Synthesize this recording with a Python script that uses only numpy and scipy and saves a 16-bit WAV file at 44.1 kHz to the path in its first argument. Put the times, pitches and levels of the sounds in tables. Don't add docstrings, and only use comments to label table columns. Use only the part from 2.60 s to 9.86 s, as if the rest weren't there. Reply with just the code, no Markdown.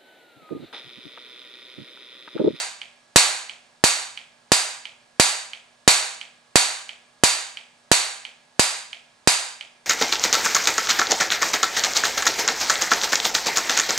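import sys
import numpy as np
from scipy import signal
from scipy.fft import rfft, irfft, next_fast_len
from scipy.io import wavfile

SR = 44100
rng = np.random.default_rng(int(sys.argv[2]) if len(sys.argv) > 2 else 0)


def bounce(signal):
    frames = np.transpose(np.atleast_2d(signal))
    limited = np.clip(frames, -1, 1)
    pcm = np.round(limited * 32767).astype(np.int16)
    wavfile.write(sys.argv[1], SR, pcm)


N = 320155

# level/dB, cavity f/Hz
SHOTS = [(0.5, 4650), (6, 4470), (1.95, 4570), (1.45, 4790), (2.5, 4670), (5, 4510), (3, 4550), (2.2, 4680),
         (2.5, 4510), (0, 4840), (1.5, 4810)]
# f/Hz, relative level/dB
CRACK_SPECTRUM = [(40, -25), (200, -20.5), (400, -12), (700, -5), (1300, -4), (2300, 0), (3100, -2.5),
                  (4200, -1.5), (6000, -2.5), (8000, 0.5), (10000, -5), (12300, -19.5), (13500, -21),
                  (15000, -45.5)]
# f/Hz, width/Hz, lift/dB
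BENCH_MODES = [(618, 48, 2.5), (777, 84, 4.5), (968.6, 31, 6.5), (1152, 8.3, 7), (1300, 40, 3.5),
               (1603, 24, 6.5), (2460, 250, 1), (3710, 43, 7), (4000, 49, 4), (4080, 20, 2.5),
               (4210, 11, 4), (4457, 8.3, 3.5), (4700, 16, 4.5), (5940, 20, 4.5), (6300, 32, 7.5),
               (6740, 18, 7.5), (6920, 30, 7), (7750, 14, 4)]
# t/s, level/dB over the diffuse sound
EARLY_ECHOES = [(.0036, -5), (.0095, 1.5), (0.018, 3)]
# f/Hz, t60/s
ROOM_DECAY = [(100, .3), (250, 0.33), (600, 0.52), (1800, 0.55), (4500, 0.48), (8000, 0.47), (13000, 0.34)]
# f/Hz, correlation/1, left minus right level/dB
MIC_PORTS = [(150, 0.66, -3), (500, .6, -4), (1300, 0.26, -4.5), (2800, 0.34, -1.9), (5500, 0.69, -2),
             (10000, 1, -1.2)]
# f/Hz, relative level/dB
AIR_SPECTRUM = [(30, -13), (70, -13.5), (130, -2.5), (350, -7), (700, 1), (1300, -3.5), (2500, -7),
                (4500, -7), (6000, -11), (8500, -12), (10500, -20), (14000, -44)]
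# f/Hz, rms level/dB
HUM_LINES = [(120, -84.5), (240, -72.5), (590, -74), (765, -83), (1648, -71.5), (1687, -73)]
# t/s, relative level/dB
RELAY_HITS = [(0, -9), (.0014, 4), (.0062, -5.5), (.017, -7.5), (0.0242, -11), (.041, -11.5), (0.067, -20)]
# f/Hz, relative level/dB, t60/s
RELAY_BODY = [(2424, -2, 0.019), (3020, 0.5, 0.0076), (3080, -4, 0.011), (4180, -9.5, 0.0059),
              (8900, -8.5, 0.006)]
# f/Hz, relative level/dB
RELAY_SPECTRUM = [(300, -25.5), (700, -6.5), (1200, -16.5), (1900, -9), (2400, 2.5), (2750, -5.5),
                  (3200, -1.5), (3900, -11), (6000, -18.5), (12000, -39.5)]

FIRST_SPARK_S, PERIOD_S = -0.1199, .67938
FIRING_S = FIRST_SPARK_S + PERIOD_S * np.arange(len(SHOTS))


def from_db(db):
    return 10 ** (np.asarray(db) / 20)


def at_hz(table, hz, column=1):
    table = np.array(table)
    return np.interp(np.log(hz + 1), np.log(table[:, 0]), table[:, column])


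def add(out, start_s, sound):
    start = round(start_s * SR)
    first, last = max(start, 0), min(start + sound.shape[1], N)
    out[:, first:last] += sound[:, first - start:last - start]


def stereo_noise(colour, size, left_lead_s=.00002):
    hz = np.fft.rfftfreq(size, 1 / SR)
    correlation = np.clip(at_hz(MIC_PORTS, hz), -1, 1)
    sides = np.array([[1], [-1]])
    mid, side = rfft(rng.standard_normal((2, size)))
    pair = np.sqrt(1 + correlation) * mid + np.sqrt(1 - correlation) * side * sides
    pair *= from_db(at_hz(colour, hz) + sides * at_hz(MIC_PORTS, hz, column=2) / 2)
    pair *= np.exp(1j * np.pi * hz * sides * left_lead_s)
    noise = irfft(pair, size)
    return noise / np.std(noise)


def room_tail(colour, t):
    hz = np.fft.rfftfreq(len(t), 1 / SR)
    spectrum = rfft(stereo_noise(colour, len(t)))
    centres_hz, t60s = np.transpose(ROOM_DECAY)
    tail = 0
    for weights, t60_s in zip(np.eye(len(centres_hz)), t60s):
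        band = np.interp(np.log(hz + 1), np.log(centres_hz), weights)
        tail += irfft(spectrum * band, len(t)) * from_db(-60 * t / t60_s)
    return tail


def resonance(x, hz, width_hz, db):
    band = signal.lfilter(*signal.iirpeak(hz, hz / width_hz, fs=SR), x + 1e-18)
    return x + (from_db(db) - 1) * band


def cavity(x, hz, width_hz=380, ring_db=7, notch_db=-8, notch_ratio=1.11):
    ringing = resonance(x, hz, width_hz, ring_db)
    return resonance(ringing, notch_ratio * hz, width_hz, notch_db)


def blast(t, front_s=.0004, swing_s=0.00082, damping=1.17, front_db=4, swing_db=15,
          steam_hz=1100, left_db=-11, left_highpass_hz=150):
    front = from_db(front_db) * np.sin(np.pi / 2 * t / front_s)
    progress = np.maximum(t - front_s, 0) / swing_s
    swing = from_db(swing_db) * (progress - 1) * np.exp(-damping * progress)
    wave = np.where(t < front_s, front, swing)
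    right = signal.sosfilt(signal.butter(2, steam_hz, fs=SR, output="sos"), wave + 1e-18)
    shelter = signal.butter(1, left_highpass_hz, "high", fs=SR, output="sos")
    left = from_db(left_db) * signal.sosfilt(shelter, right)
    return np.array([left, right])


def sparks(t, room_db=-11, crack_db=3, crack_s=.005, rise_s=0.00057, echo_s=0.00053, shared_power=0.73):
    early_power = from_db(crack_db) ** 2 * np.exp(-t / crack_s)
    for delay_s, db in EARLY_ECHOES:
        early_power += from_db(db) ** 2 * np.exp(-((t - delay_s) / echo_s) ** 2)
    envelope = from_db(room_db) * np.sqrt(1 + early_power) * np.minimum(t / rise_s, 1) ** 2
    shared_tail = np.sqrt(shared_power) * room_tail(CRACK_SPECTRUM, t)
    blasts, cracks = np.zeros((2, 2, N))
    for start_s, (db, cavity_hz) in zip(FIRING_S, SHOTS):
        fresh_tail = np.sqrt(1 - shared_power) * room_tail(CRACK_SPECTRUM, t)
        crack = envelope * (shared_tail + fresh_tail)
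        add(cracks, start_s, from_db(db) * cavity(crack, cavity_hz))
        add(blasts, start_s, from_db(db) * blast(t))
    for hz, width_hz, db in BENCH_MODES:
        cracks = resonance(cracks, hz, width_hz, db)
    return blasts + cracks


def supply_hum(waver_hz=0.91, waver_knots=100, left_db=-3):
    t = np.arange(N) / SR
    knots_s = np.linspace(0, N / SR, waver_knots)
    hum = 0
    for hz, db in HUM_LINES:
        pitch_hz = hz + waver_hz * np.interp(t, knots_s, rng.standard_normal(waver_knots))
        hum += np.sqrt(2) * from_db(db) * np.sin(2 * np.pi * np.cumsum(pitch_hz) / SR)
    return hum * from_db([[left_db], [0]])


def room_air(rms_db=-59):
    return from_db(rms_db) * stereo_noise(AIR_SPECTRUM, next_fast_len(N))[:, :N]


def relay(t, delay_s=.335, gain_db=-22, direct_db=-3, room_db=-21, left_db=-6.5, band_hz=(2050, 7000)):
    click = 0
    for hit_s, hit_db in RELAY_HITS:
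        age_s = np.maximum(t - hit_s, 0)
        for hz, db, t60_s in RELAY_BODY:
            click += from_db(hit_db + db - 60 * age_s / t60_s) * np.sin(2 * np.pi * hz * age_s)
    click = signal.sosfilt(signal.butter(2, band_hz, "band", fs=SR, output="sos"), click + 1e-18)
    direct = click * from_db(direct_db) * from_db([[left_db], [0]])
    tail = from_db(room_db) * room_tail(RELAY_SPECTRUM, t)
    out = np.zeros((2, N))
    for start_s in FIRING_S + delay_s:
        add(out, start_s, from_db(gain_db) * (direct + tail))
    return out


def scene(ring_s=.9):
    t = np.arange(next_fast_len(int(ring_s * SR))) / SR
    return sparks(t) + relay(t) + supply_hum() + room_air()


def gain_control(x, threshold_db=-5, release_db_per_s=24, attack_s=0.0021):
    level_db = 20 * np.log10(np.clip(np.abs(x).max(axis=0), 1e-9, 1))
    excess_db = np.maximum(level_db - threshold_db, 0)
    ramp_db = release_db_per_s * np.arange(N) / SR
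    held_db = np.maximum.accumulate(excess_db + ramp_db) - ramp_db
    pole = np.exp(-1 / (attack_s * SR))
    return x * from_db(-signal.lfilter([1 - pole], [1, -pole], held_db))


def record(dry, ceiling=.92, cutoff_hz=15900):
    x = gain_control(dry)
    clipped = x / (1 + (x / ceiling) ** 12) ** (1 / 12)
    return signal.sosfiltfilt(signal.cheby2(8, 40, cutoff_hz, fs=SR, output="sos"), clipped)


dry = scene()
out = record(dry)
bounce(out)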